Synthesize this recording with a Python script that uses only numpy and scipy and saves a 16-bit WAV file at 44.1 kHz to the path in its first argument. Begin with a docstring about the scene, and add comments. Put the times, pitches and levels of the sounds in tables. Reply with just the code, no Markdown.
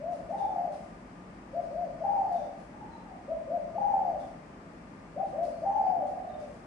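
"""A spotted dove in a hanging cage starts cooing at once, over the steady low rumble of a bare room.
Each phrase is one or two short arched notes, then a long trilled coo, voiced through its swollen throat.
Feathers rustle and small birds cheep faintly, early on and now and then after. The dove calls again
at 1.5 s, a farther dove answers at 2.7 s, and two more phrases follow at 3.3 s and 5.2 s.
The far dove joins in over the last coo. The hard walls smear every note and ring on after it."""
import sys
import numpy as np
from scipy import signal
from scipy.fft import rfft, irfft, next_fast_len
from scipy.io import wavfile
from scipy.ndimage import uniform_filter1d, map_coordinates

SR = 44100
rng = np.random.default_rng(int(sys.argv[2]) if len(sys.argv) > 2 else 0)


def bounce(signal):
    """Save signal as a 16-bit WAV file at the path given by the first command-line argument."""
    frames = np.transpose(np.atleast_2d(signal))
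    limited = np.clip(frames, -1, 1)
    pcm = np.round(limited * 32767).astype(np.int16)
    wavfile.write(sys.argv[1], SR, pcm)


N = 293706
TIME = np.arange(N) / SR

# tone colour of the low rumble: frequency_hz, relative_db
RUMBLE_COLOUR = [(18, -44), (30, -19), (47, -2.5), (62, -6), (82, -12), (99, -7), (130, -8), (175, -1),
                 (245, -2), (330, -6.5), (400, -10.5), (500, -25.5), (700, -56), (1100, -120)]
# tone colour of the soft air noise: frequency_hz, relative_db
AIR_COLOUR = [(240, -28.5), (430, -3.5), (600, -1), (1000, -6.5), (1400, -12), (1850, -13.5), (2400, -18),
              (3100, -26.5), (3900, -30.5), (4800, -28), (7700, -34.5), (8600, -34), (9100, -38.5),
              (11000, -42.5)]
# resonances of a distant motor: pitch_hz, width_hz, level_db
MOTOR_BANDS = [(178.1, 14, -63), (1201, 17, -65)]
# how alike the noise is left and right (1 = the same): frequency_hz, likeness
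STEREO_LIKENESS = [(40, .9), (200, 1), (330, 0.95), (600, .4), (1100, 0), (3000, 0), (11000, 0)]
# how much louder the left side is: frequency_hz, left_minus_right_db
STEREO_BALANCE = [(50, 3), (170, 3), (320, -0.9), (700, 1), (1500, 4), (3200, 4.5), (4500, 0.5),
                  (6000, -1.5), (7500, 8), (9000, 7.5), (11000, 3)]
# time the echo takes to fade by 60 dB: frequency_hz, fade_s
ECHO_TIMES = [(200, 1), (700, 0.75), (3500, 0.24), (10000, 0.64)]
# standing waves between the walls: pitch_hz, level_db, left_minus_right_db
ROOM_TONES = [(567, -4.5, 1.5), (530, 2.5, -4.5), (560, -2, -7), (594.3, 5, 4), (651, 1.5, -3.5),
              (684.8, -4.5, -2.5), (689, -3.5, 1), (697, -2, -5), (750, -9.5, -3), (784, -1, 6.5),
              (797, -12.5, 1), (839, -1, 0.5), (857, -4.5, 0.5), (864, 0.5, 4.5)]
# swells of thin, high bird chatter: start_s, length_s, level_db
TWITTER_SWELLS = [(0.32, 0.52, -71), (1.45, 0.72, -72.5), (2.035, 0.57, -69), (3.492, 1, -72.5),
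                  (5.445, 0.56, -69.5)]
# tone colour of that chatter: frequency_hz, relative_db
TWITTER_COLOUR = [(3500, -27.5), (4400, -2), (4900, -0.5), (5400, -7.5), (6100, -4), (7200, -18.5)]
# cheeps of small birds: start_s, pitch_hz, length_s, level_db, rasp (0 to 1)
BIRD_CHEEPS = [(.372, 3590, 0.16, -71, 0.85), (2.335, 3580, 0.16, -72, 0.94),
               (2.37, 5830, 0.095, -75, 0.55), (2.908, 3990, 0.14, -74.5, 0.8),
               (2.93, 5900, 0.039, -79, .6), (3.80, 5950, 0.19, -80, 0.9), (4.19, 3490, 0.13, -74, 1),
               (5.52, 4320, 0.09, -75, .7), (5.68, 6050, .2, -79, 0.6), (5.85, 4540, 0.053, -73, 0.8),
               (5.89, 5470, 0.053, -78, .5), (6.285, 3650, 0.17, -74, 0.24)]
# feather strokes: start_s, level_db, fade_s (time to fall 20 dB)
FEATHER_STROKES = [(0.108, -57.5, 0.082), (0.293, -61, 0.069), (0.364, -56.5, 0.067), (0.524, -62, 0.065),
                   (0.716, -52.5, 0.071), (0.83, -61, 0.069), (1.61, -61.5, 0.06), (2.314, -56.5, 0.067),
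                   (2.58, -61, 0.063), (4.176, -60, 0.086), (5.252, -61, 0.08), (5.42, -55.5, 0.1),
                   (6.063, -62, 0.096), (6.3827, -64.5, 0.18), (6.515, -64, 0.08)]
# tone colour of a feather stroke: frequency_hz, relative_db
FEATHER_COLOUR = [(1500, -16), (2700, 3.5), (3600, -3.5), (5000, 2.5), (7500, -4.5), (10500, -4),
                  (12000, -21)]
# hoarse noise around a dove's tone: frequency_hz, relative_db
HOARSE_COLOUR = [(300, -27), (430, -8), (530, -3), (700, -1.5), (850, -4.5), (1000, -9.5), (1200, -26.5),
                 (2000, -26), (2800, -34), (4000, -51.5)]
# short arched notes that open each phrase: start_s, length_s, top_pitch_hz, level_db
OPENING_NOTES = [(-.01, 0.18, 713.2, -38.5), (1.529, 0.093, 718.6, -35), (1.703, 0.18, 712.3, -37),
                 (3.277, 0.081, 683, -34.5), (3.471, .14, 693, -35), (5.159, 0.086, 794.5, -31.5),
                 (5.324, 0.16, 691, -34.5)]
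# the near dove's long coos:
# start_s, length_s, top_pitch_hz, level_db, crest_after_s, sink_hz_per_s, push_after_s, push_db
NEAR_COOS = [(0.323, 0.39, 823, -26.5, 0.082, 487.7, 0.301, 5.5),
             (2.037, 0.39, 829.3, -25.5, 0.098, 530.4, 0.2, 1.5),
             (3.778, .397, 835.4, -25, .105, 579.7, .207, 5),
             (5.651, 0.39, 825, -24.5, .11, 535.6, 0.23, 5)]
# the farther dove's coos, with the same columns
ANSWER_COOS = [(2.73, 0.44, 893, -52.5, .23, 842, 0.4, 7), (5.94, .55, 768, -40, .11, 501.6, 0.44, 9.8)]


def amp(db):
    """Turn decibels into a number to multiply by."""
    return 10 ** (np.asarray(db) / 20)


def unit(x):
    """Scale a sound to an average strength (rms) of 1."""
    return x / np.sqrt(np.mean(x ** 2) + 1e-20)


def look_up(points, hz):
    """Read between the rows of a (frequency_hz, value) table, on a log frequency scale."""
    frequencies, values = np.transpose(points)
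    return np.interp(np.log(hz + 1), np.log(frequencies + 1), values)


def wobble(rate):
    """A smooth curve through `rate` random values a second."""
    return map_coordinates(rng.standard_normal(int(N * rate / SR) + 4), [TIME * rate])


def phase(hz):
    """The angle a wave has turned through as its pitch moves."""
    return 2 * np.pi * np.cumsum(hz) / SR


def gate(age, length, edge_s):
    """Fade a note in and out at its edges."""
    return np.clip(np.minimum(age, length - age) / edge_s, 0, 1)


def filtered(x, response):
    """Shape a sound: response(f) scales and delays each frequency."""
    size = next_fast_len(N + SR)
    return irfft(rfft(x, size) * response(np.fft.rfftfreq(size, 1 / SR)), size)[..., :N]


def resonance(f, hz, width):
    """Response of something that rings at one pitch, 1 at its centre."""
    return 1j * f * width / (hz * hz - f * f + 1j * f * width)


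def placed(pair):
    """Give left and right a different tone colour."""
    return filtered(pair, lambda f: amp(np.outer([.5, -.5], look_up(STEREO_BALANCE, f))))


def stereo_noise(colour):
    """Noise whose two sides are alike in the bass and unrelated in the treble."""
    def response(f):
        angle = np.arccos(np.clip(look_up(STEREO_LIKENESS, f), -1, 1)) / 2
        return amp(look_up(colour, f)) * [np.ones_like(f), np.tan(angle)]
    shared, opposed = filtered(rng.standard_normal((2, N)), response)
    return np.array([shared + opposed, shared - opposed]) / np.std(shared)


def background(rumble_db=-50, air_db=-55):
    """Low rumble, soft air noise and a distant motor's hum."""
    rumble = amp(rumble_db + 0.47 * wobble(5)) * stereo_noise(RUMBLE_COLOUR)
    air = amp(air_db + 0.13 * wobble(4.2)) * stereo_noise(AIR_COLOUR)
    hum = 0
    for hz, width, db in MOTOR_BANDS:
        noise = stereo_noise([(100, 0), (2000, 0.0034)])
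        hum += amp(db) * unit(filtered(noise, lambda f: resonance(f, hz, width) ** 2))
    return placed(rumble + air + hum)


def room(x, direct_db, echo_db, width_db=0):
    """The direct sound plus a smeared echo, partly shared by left and right and partly opposed."""
    hz, t, noise = signal.stft(rng.standard_normal((2, SR)), SR, nperseg=256)
    fade = amp(-60 * t / look_up(ECHO_TIMES, hz)[:, None])
    spectrum = rfft(signal.istft(noise * fade, SR, nperseg=256)[1])
    # the walls return the same energy in every band
    energy = np.abs(uniform_filter1d(np.abs(spectrum) ** 2, size=40))
    tail = irfft(spectrum / np.sqrt(energy + 1e-12))[:, :SR // 2]
    shared, opposed = signal.fftconvolve(x[None], tail, axes=1)[:, :N] / np.sqrt(2)
    return amp(direct_db) * x + amp(echo_db) * (shared + np.outer([1, -1], amp(width_db) * opposed))


def standing_waves(f, width_hz=5.1):
    """The room's ringing tones; close ones beat, so a note swells again after it ends."""
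    sides = np.array([[.5], [-.5]])
    return sum(amp(db + lean * sides) * resonance(f, hz, width_hz) for hz, db, lean in ROOM_TONES)


def twitter():
    """Far-off chatter blurs into soft, high swells."""
    swells = np.zeros(N)
    for start, length, db in TWITTER_SWELLS:
        progress = np.clip((TIME - start) / length, 0, 1)
        swells += amp(db) * np.sqrt(np.abs(np.sin(np.pi * progress)))
    chatter = unit(amp(1.6 * wobble(25)) * stereo_noise(TWITTER_COLOUR))
    return placed(swells * chatter) * amp(-2.5)


def small_birds(drop=.008, snap=0.33, settle_s=.003, rasp_depth=0.032, fade_db=12):
    """Each cheep snaps down to a raspy, nearly level pitch and fades."""
    cheeps = np.zeros(N)
    waver = rasp_depth * wobble(300)
    for start, hz, length, db, rasp in BIRD_CHEEPS:
        age = np.clip(TIME - start, 0, length)
        past_middle = age / length - .5
        pitch = hz * (1 + rasp * waver + snap * np.exp(-age / settle_s) - drop * past_middle)
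        cheeps += amp(db - fade_db * past_middle) * gate(age, length, .004) * np.sin(phase(pitch))
    return placed(room(cheeps, direct_db=-7, echo_db=3))


def feathers(rise_s=0.011):
    """Feathers brush the cage bars in brief, grainy strokes."""
    strokes = np.zeros(N)
    for start, db, fade_s in FEATHER_STROKES:
        age = np.maximum(TIME - start, 0)
        strokes += amp(db) * (1 - np.exp(-age / rise_s)) * amp(-20 * age / fade_s)
    grains = rng.standard_normal(N) * amp(4.5 * wobble(400))
    rustle = unit(filtered(grains, lambda f: amp(look_up(FEATHER_COLOUR, f))))
    return placed(room(strokes * rustle, direct_db=-8, echo_db=0.5))


def throat(tone, octave_db=-48, cutoff_hz=870, hoarse_db=-19):
    """The swollen throat pouch passes the main tone, a little hoarseness and a trace of the octave."""
    wave = signal.hilbert(tone, next_fast_len(N))[:N]  # its size follows the tone's loudness
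    octave = np.real(wave * wave) / (np.abs(wave) + 1e-9)
    breath = unit(filtered(rng.standard_normal(N), lambda f: amp(look_up(HOARSE_COLOUR, f))))
    hoarseness = np.abs(wave) / np.sqrt(2) * breath
    main_tone = filtered(tone, lambda f: 1 / np.sqrt(1 + (f / cutoff_hz) ** 18))
    return main_tone + amp(octave_db) * octave + amp(hoarse_db) * hoarseness


def coo_shape(age, length, crest_s, sink_hz_per_s, push_s, push_db):
    """A coo climbs to a crest, sinks as the air runs down, is pushed once more, then gives way."""
    rise_hz_per_s, fade_db_per_s = 260, 37.5
    collapse_s, collapse_hz = 0.0553, 119.3
    light_trill, full_trill, build_s = 0.36, 0.921, 0.1436
    before_crest, after_crest = np.maximum(crest_s - age, 0), np.maximum(age - crest_s, 0)
    collapse = np.maximum(1 - (length - age) / collapse_s, 0)
    swell_db = push_db * np.exp(-.5 * ((age - push_s) / 0.025) ** 2)
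    build = np.minimum(age / build_s, 1) ** 2 * (1 - collapse)
    trill = light_trill + (full_trill - light_trill) * build
    trill *= 1 - 0.1 * swell_db  # the brief push smooths the trill
    bend_hz = -rise_hz_per_s * before_crest - sink_hz_per_s * after_crest - collapse_hz * collapse
    return bend_hz, swell_db - fade_db_per_s * after_crest, np.clip(trill, 0, 1)


def long_coos(coos, trill_hz, sag):
    """A fast, uneven trill chops each coo, and the pitch sags in every brief closure."""
    tone = np.zeros(N)
    trill_rate = trill_hz * (1 + 0.189 * wobble(55))
    closure = ((1 + np.cos(phase(trill_rate))) / 2) ** 2
    waver, flutter = 1 + 0.01105 * wobble(120), amp(2.46 * wobble(80))
    for start, length, hz, db, *shape in coos:
        age = np.clip(TIME - start, 0, length)
        bend_hz, swell_db, trill = coo_shape(age, length, *shape)
        pitch = (hz + bend_hz) * waver * (1 - sag * trill * (closure - .2))
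        chop = (1 - trill * closure) / (1 - 0.31 * trill)  # dividing keeps the loudness about even
        tone += amp(db + swell_db) * gate(age, length, 0.0044) * chop * np.sin(phase(pitch))
    return np.sqrt(2) * tone * flutter


def far_dove():
    """The answering dove is heard mostly by way of the walls."""
    tone = long_coos(ANSWER_COOS, trill_hz=60.7, sag=.2)
    voice = throat(tone, octave_db=-55, cutoff_hz=905, hoarse_db=-20.5)
    return room(voice, direct_db=-5.5, echo_db=4.5, width_db=-2)


def short_notes(low_hz=510, swell_db=10, rising_share=0.595):
    """Pitch and loudness rise and fall together with the air pressure of each short note."""
    tone = np.zeros(N)
    waver = 1 + 0.0255 * wobble(180)
    lead_s, lead_hz, lead_db = 0.0352, 688, -9.5  # a quick, softer note leads into each near coo
    lead_ins = [(start - lead_s, lead_s, lead_hz, db + lead_db) for start, _, _, db, *_ in NEAR_COOS]
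    for start, length, hz, db in OPENING_NOTES + lead_ins:
        age = TIME - start
        pressure = np.sin(np.pi * np.interp(age / length, [0, rising_share, 1], [0, .5, 1]))
        pitch = (low_hz + (hz - low_hz) * pressure) * waver
        tone += amp(db + swell_db * (pressure - 0.5)) * gate(age, length, 0.0036) * np.sin(phase(pitch))
    return np.sqrt(2) * tone


def caged_dove(ring_db=-1):
    """The near dove, a little to the left; its notes set the room ringing."""
    voice = throat(short_notes() + long_coos(NEAR_COOS, trill_hz=76, sag=.17))
    in_room = room(voice, direct_db=-8, echo_db=-2, width_db=-1.5) * amp([[1], [-1]])
    return in_room + amp(ring_db) * filtered(voice, standing_waves)


def scene():
    """All the sounds in the room, added together."""
    return caged_dove() + far_dove() + small_birds() + twitter() + feathers() + background()


def record(dry, top_hz=11400):
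    """Cut away the highest treble."""
    return filtered(dry, lambda f: 1 / np.sqrt(1 + (f / top_hz) ** 100))


dry = scene()
out = record(dry)
bounce(out)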